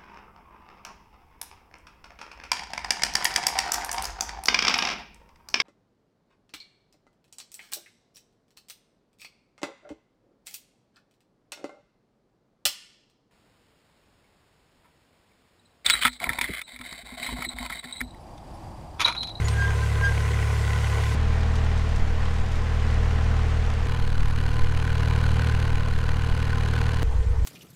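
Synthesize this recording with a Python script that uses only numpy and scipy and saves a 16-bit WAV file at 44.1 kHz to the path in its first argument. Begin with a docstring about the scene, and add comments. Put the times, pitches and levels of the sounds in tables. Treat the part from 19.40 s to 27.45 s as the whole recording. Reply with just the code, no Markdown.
"""A canal boat's three-cylinder diesel heard aboard at four places, one cutting to the next: past an overflow weir,
past a works, along open water, and idling in a lock. The exhaust (a stack of cycle orders) drones; the engine (noise
bursts ringing the casing) clatters twice a firing; water (patchy coloured noise) washes and splashes; wind (gusty low
noise) buffets the microphone. Early on a metal joint squeals (gliding tones) and a small bird pips (sines)."""
import sys
import numpy as np
from scipy import signal
from scipy.fft import rfft, irfft, next_fast_len
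from scipy.io import wavfile
from scipy.ndimage import uniform_filter1d, map_coordinates

SR = 44100
rng = np.random.default_rng(int(sys.argv[2]) if len(sys.argv) > 2 else 0)


def transcribe(signal):
    """Save signal, clipped to [-1, 1], as a 16-bit WAV file at the path in sys.argv[1]."""
    frames = np.atleast_2d(signal).T
    limited = np.clip(frames, -1, 1)
    pcm = np.round(limited * 32767).astype(np.int16)
    wavfile.write(sys.argv[1], SR, pcm)


N = 355005

# start of each place, then an end past the last sample: t/s
CUTS_S = [0, 1.75, 4.465, 7.63, 8.1]


def amp(db):
    """Decibels to gain."""
    return 10 ** (np.asarray(db) / 20)


def unit(x):
    """Scale to rms 1."""
    return x / np.sqrt(np.mean(x ** 2) + 1e-20)


def clock():
    """Time of every sample in s."""
    return np.arange(N) / SR


def wobble(rate_hz):
    """Smooth random curve, rate_hz knots a second."""
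    knots = rng.standard_normal(int(N * rate_hz / SR) + 4)
    return map_coordinates(knots, [np.arange(N) * rate_hz / SR])


def shape(points):
    """Gain against frequency from (f/Hz, level/dB) points on a log axis."""
    f_hz, db = np.transpose(points)
    return lambda hz: amp(np.interp(np.log(hz + 1), np.log(f_hz + 1), db))


def filtered(x, response):
    """Multiply the spectrum of x by a complex response of frequency."""
    m = next_fast_len(N + SR // 4)
    return irfft(rfft(x, m) * response(np.fft.rfftfreq(m, 1 / SR)), m)[:N]


def rush(spectrum, patchy_db):
    """Coloured noise of rms 1 with time-frequency patches of random gain."""
    z = signal.stft(rng.standard_normal(N), nperseg=512)[2]
    field = uniform_filter1d(rng.standard_normal(z.shape), size=6, axis=0)
    field = uniform_filter1d(field, size=8, axis=1)
    patchy = signal.istft(z * amp(patchy_db * unit(field)), nperseg=512)[1][:N]
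    return unit(filtered(patchy, shape(spectrum)))


def gusts():
    """Wind strength in dB over the breeze; each gust swells and dies as a bell curve."""
    # gusts: peak t/s, half length to 1/e /s, level over breeze/dB
    gust_bells = [(2.68, .24, 5), (3.13, 0.25, 5.5), (4.303, 0.12, 1.5), (4.688, 0.31, 7.5),
                  (5.266, 0.33, 5.3), (6.462, 0.24, 5), (7.0, 0.46, 5), (7.587, 0.076, 4)]
    t = clock()
    return sum(db * np.exp(-((t - peak_s) / half_s) ** 2) for peak_s, half_s, db in gust_bells)


def wind():
    """Lumpy gusts press on the microphone, on top of each place's breeze."""
    # wind pressure spectrum: f/Hz, relative level per Hz/dB
    buffet_spectrum = [(1, -3), (7, -0.5), (16, -4), (28, -8.5), (40, -11), (60, -21), (120, -30),
                       (300, -37.5), (1000, -81)]
    # breeze between gusts at the weir, works, open water, lock: level/dB
    place_breeze_db = [-38, -29.5, -28.5, -30]
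    breeze_db = np.array(place_breeze_db)[np.digitize(clock(), CUTS_S[1:-1])]
    return amp(breeze_db + gusts() + 1.35 * wobble(8)) * rush(buffet_spectrum, patchy_db=0.2)


def water(spectrum, patchy_db):
    """Wash of water and air: patchy noise, high-passed at 110 Hz, rms 1."""
    return unit(filtered(rush(spectrum, patchy_db), lambda f: f * f / (f * f + 110 ** 2)))


def splashes():
    """Short bright spatters of water; fine droplets crackle where the wake runs along the bank at the works."""
    # spatters: start t/s, start level/dB, time to fall 20 dB /s
    spatters = [(.083, -28.5, 0.017), (2.155, -43, 0.03), (2.56, -45, 0.024), (3.155, -46.5, .02)]
    t = clock()
    bursts = sum(amp(db - 20 * np.abs(t - s) / decay_s) * (t >= s) for s, db, decay_s in spatters)
    at_works = (t > CUTS_S[1]) * (t < CUTS_S[2])
    droplets = amp(-58.0 + 5.7 * wobble(250) + 1.1 * wobble(8.9)) * at_works
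    # f/Hz, relative level per Hz/dB
    spray_spectrum = [(1000, -25), (3000, 3.0), (6000, -1), (8500, -6.5), (11000, -16.5), (15000, -31)]
    return (bursts + droplets) * rush(spray_spectrum, patchy_db=1.5)


def cut_click():
    """The cut into the lock snaps: a step in pressure that quickly relaxes."""
    since_s = clock() - CUTS_S[3]
    return amp(-14.5) * np.exp(-np.abs(since_s) / .002) * (since_s >= 0)


def bird():
    """Thin, high pips from the bank: sines under bell curves."""
    # pips: peak t/s, f/Hz, level/dB, half length to 1/e /s
    pip_list = [(0.061, 6880, -35, 0.013), (0.12, 8570, -43, 0.021)]
    t = clock()
    return sum(amp(db) * np.exp(-((t - s) / half_s) ** 2) * np.sin(2 * np.pi * hz * t)
               for s, hz, db, half_s in pip_list)


def squeal():
    """Dry metal sticks and slips at its own pitch; overtones come only when it rubs hardest."""
    # slips: peak t/s, pitch before sag and jitter/Hz, level/dB, time to fade 20 dB /s
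    slip_list = [(.222, 1613, -25.5, .135), (.43, 1575, -31.5, .028), (.555, 1595, -35.5, .024),
                 (.653, 1609, -20.5, .074)]
    # partials at full force: multiple of pitch, level on top of the slip's/dB
    partials = [(1, 1.5), (2, -16.5), (3, -19), (4, -20), (5, -29)]
    rise_per_fade, rounding = .68, 1.35  # rounding: 1 pointed peak, 2 round
    sag_hz_per_s = 210  # after the peak, as the rubbing eases off
    overtone_fade = 3  # extra dB the overtones lose per dB of easing
    t, out = clock(), np.zeros(N)
    jitter_hz, flutter_db = 7 * wobble(70), 1.2 * wobble(70)
    for peak_s, hz, db, fade_s in slip_list:
        near = np.abs(t - peak_s) < 2 * fade_s
        since_s = t[near] - peak_s
        eased_db = 20 * (np.maximum(since_s, -since_s / rise_per_fade) / fade_s) ** rounding
        pitch_hz = hz - sag_hz_per_s * np.maximum(since_s, 0) + jitter_hz[near]
        phase = 2 * np.pi * np.cumsum(pitch_hz) / SR
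        tone = sum(amp(level_db - overtone_fade * eased_db * (k > 1)) * np.sin(k * phase)
                   for k, level_db in partials)
        out[near] += amp(db - eased_db + flutter_db[near]) * tone
    return out


def clatter(firings, index, burst_width, valve_db, between_db, blow_db, dull_hz, scatter_db):
    """Each firing gives a sharp blow in a burst of combustion noise, then a valve burst; all ring the casing."""
    # casing resonances: f/Hz, width/Hz, relative level/dB at the weir, works, open water, lock
    casing_modes = [(468, 48, 5.5, 5, 2.5, 10.5), (796, 46, 0, 3.5, -3, -2), (1024, 36.5, 8.5, 3.5, 4, 2),
                    (1486, 91, 4.5, -4, 2.5, -3), (1817, 27, -14, -3, -14, 2.5),
                    (1966, 130, 3.5, -10, -24, -13), (2400, 150, -17, -13, -10, -15),
                    (2850, 250, -24, -14.5, -10.5, -19), (3930, 250, -36, -32, -12, -27),
                    (4255, 60, -33, -32, -14.5, -25), (6100, 500, -17, -30, -21, -35)]
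    # clatter between the resonances: f/Hz, relative level per Hz/dB
    knock_spectrum = [(150, -21), (260, -4), (340, -10), (700, -11), (1800, -7), (3300, -15), (5200, -31),
                      (9500, -26), (15500, -42.5)]

    def bursts(lag, width):  # both in firing periods
        since = firings - np.floor(firings[0]) - lag + 2
        nearest = np.round(since)
        size = amp(scatter_db * rng.standard_normal(int(since[-1]) + 2))
        return size[nearest.astype(int)] * np.exp(-.5 * ((since - nearest) / width) ** 2)

    def casing(f):
        return sum(amp(dbs[index]) * (1j * f * w / (c * c - f * f + 1j * f * w)) for c, w, *dbs in casing_modes)

    combustion = bursts(.35, burst_width)
    valves = amp(valve_db) * bursts(1.0, burst_width)
    force = unit(combustion + valves + amp(between_db))
    blows = amp(blow_db) * unit(bursts(.3, 0.0016))
    knock = filtered(force * rng.standard_normal(N), lambda f: shape(knock_spectrum)(f) / (1 + 1j * f / dull_hz))
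    ring = filtered(force * rng.standard_normal(N) + blows, lambda f: casing(f) / (1 + (f / 7000) ** 4))
    return unit(knock + ring)


def exhaust(firings, index, waver_db, phase_spread_rad, hollow_hz, hollow_width_hz):
    """Pipe pulses as cycle orders; two strong cylinders and a weak one fill in between the firing lines."""
    # lines: multiple of the four-stroke cycle (every third is a firing order),
    # relative level/dB at the weir, works, open water, lock
    order_lines = [(1, -60, -41, -45, -58), (2, -40, -49, -55, -39), (3, -53, -27, -36, -29.5),
                   (4, -47, -56, -47, -29), (5, -66, -74, -62, -44), (6, -22.5, -23, -25, -24.5),
                   (7, -53, -63, -54, -23), (8, -52, -54, -60, -28), (9, -24, -30, -27.5, -29),
                   (10, -55, -57, -64, -31.5), (12, -34.5, -42.5, -36, -31.5), (14, -78, -66, -71, -44),
                   (15, -45, -46.5, -48, -45), (16, -50, -45.5, -52, -57), (17, -54, -44, -77, -55),
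                   (18, -54, -79, -46.5, -44), (19, -71, -56, -50.5, -53), (21, -70, -54, -53, -57),
                   (30, -66, -70, -54.5, -64), (33, -48, -49.5, -53.5, -75), (36, -49, -48.5, -51, -72),
                   (39, -46, -55.5, -52, -74), (51, -70.5, -54, -67, -46)]
    here = slice(int(CUTS_S[index] * SR), int(CUTS_S[index + 1] * SR))
    phase, t, drone = 2 * np.pi * firings[here] / 3, clock()[here], np.zeros(N)
    knots_s = np.arange(0, 9, 1 / 10)
    loudest_db = max(row[index + 1] for row in order_lines)
    cycle_hz = (phase[-1] - phase[0]) / (t[-1] - t[0]) / (2 * np.pi)
    for multiple, *dbs in order_lines:
        k = round(multiple)
        line_hz = k * cycle_hz
        weakness = np.sqrt((loudest_db - dbs[index]) / 20)  # weak lines waver most
        line_waver_db = waver_db * weakness * np.interp(t, knots_s, rng.standard_normal(len(knots_s)))
        # a hollow on the way delays the lines near its pitch
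        lag_rad = 2 * np.arctan2(hollow_width_hz * line_hz, hollow_hz ** 2 - line_hz ** 2)
        lag_rad -= np.angle(1 + np.exp(-2j * np.pi * k / 3))  # the two strong cylinders
        # each line starts at a slightly random phase, which blurs the pulses
        phase_offset_rad = phase_spread_rad * rng.standard_normal()
        drone[here] += amp(dbs[index] + line_waver_db) * np.sin(k * phase - lag_rad + phase_offset_rad)
    return drone / np.std(drone[here])


def aboard(wash, index, firing_hz, delay_periods, exhaust_db, noise_db, noise_dip, swell_db_per_s,
           phase_spread_rad, hollow_hz, hollow_width_hz, waver_db, clatter_db, wash_db, patchy_db, **knock):
    """Steady-throttle engine and water at one place, silent elsewhere; gusts dip both, the noise drifts in level."""
    exhaust_dip = 0.69  # a gust carries the exhaust away: dB lost per dB of gust, as noise_dip
    since_s, gust_db = clock() - CUTS_S[index], gusts()
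    firings = firing_hz * since_s - delay_periods + 0.0058 * wobble(12)
    pulses = exhaust(firings, index, waver_db, phase_spread_rad, hollow_hz, hollow_width_hz)
    drone = amp(exhaust_db - exhaust_dip * gust_db) * pulses
    noise = amp(clatter_db) * clatter(firings, index, **knock) + amp(wash_db) * water(wash, patchy_db)
    noise_gain = amp(noise_db + swell_db_per_s * since_s - noise_dip * gust_db)
    inside_s = np.minimum(since_s, CUTS_S[index + 1] - clock())
    return (drone + noise_gain * noise) * np.clip(inside_s / 0.0015, 0, 1)


def boat():
    """The engine from four positions: veiled by the weir, half shielded, in plain view, idling between lock walls."""
    # wash of water and air at each place: f/Hz, relative level per Hz/dB
    weir_wash = [(170, 0.5), (290, -9.5), (350, -7), (700, -5.5), (2200, -12), (4000, -18), (9000, -23.5),
                 (15600, -39.5)]
    works_wash = [(200, 0.5), (330, -7.5), (650, -4.5), (1800, -7.5), (4000, -19.5), (7000, -26.5),
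                  (11000, -40.5), (15600, -50)]
    open_wash = [(170, 4.5), (330, -12.5), (900, -1), (2000, -10.5), (4200, -19), (5300, -24),
                 (9000, -34.5), (15500, -43)]
    lock_wash = [(170, 6), (300, -19), (850, -6), (1300, -13.5), (3000, -25), (7500, -26.5), (15600, -48)]
    weir = aboard(
        weir_wash, index=0, firing_hz=36.03, delay_periods=.7,
        exhaust_db=-22.5, noise_db=-35.5, noise_dip=0, swell_db_per_s=1.1,
        phase_spread_rad=0.045, hollow_hz=136.0, hollow_width_hz=20, waver_db=-1.5,
        clatter_db=-2.5, wash_db=-3.0, patchy_db=1.6,
        burst_width=0.069, valve_db=-5.5, between_db=-10.5, blow_db=-31.5, dull_hz=2600, scatter_db=2.7)
    works = aboard(
        works_wash, index=1, firing_hz=38.8, delay_periods=1.72,
        exhaust_db=-21.0, noise_db=-35.0, noise_dip=0.18, swell_db_per_s=-0.03,
        phase_spread_rad=0.057, hollow_hz=122.0, hollow_width_hz=36, waver_db=0.8,
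        clatter_db=-6.5, wash_db=-2.5, patchy_db=1.0,
        burst_width=0.13, valve_db=-11.5, between_db=-15, blow_db=-13.5, dull_hz=1400, scatter_db=-2.0)
    open_water = aboard(
        open_wash, index=2, firing_hz=38.71, delay_periods=1.87,
        exhaust_db=-20.6, noise_db=-34.5, noise_dip=0.41, swell_db_per_s=0.41,
        phase_spread_rad=0.3, hollow_hz=278, hollow_width_hz=35, waver_db=-0.3,
        clatter_db=-1.5, wash_db=-5.5, patchy_db=1.5,
        burst_width=0.084, valve_db=-5.3, between_db=-19.5, blow_db=-38, dull_hz=17000, scatter_db=1.5)
    lock = aboard(
        lock_wash, index=3, firing_hz=25.87, delay_periods=0.198,
        exhaust_db=-20.5, noise_db=-42, noise_dip=0, swell_db_per_s=-2,
        phase_spread_rad=0.11, hollow_hz=39.6, hollow_width_hz=20, waver_db=-2.6,
        clatter_db=-2, wash_db=-0.5, patchy_db=2.9,
        burst_width=0.12, valve_db=-2, between_db=-2, blow_db=-32, dull_hz=600, scatter_db=2.0)
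    return weir + works + open_water + lock


def scene():
    """Everything at the one microphone."""
    return (wind() + splashes() + cut_click() + bird() + squeal() + boat())[None]


def record(dry):
    """Keep nothing above the band limit."""
    top_hz = 15800
    return filtered(dry[0], lambda hz: hz < top_hz)[None]


dry = scene()
out = record(dry)
transcribe(out)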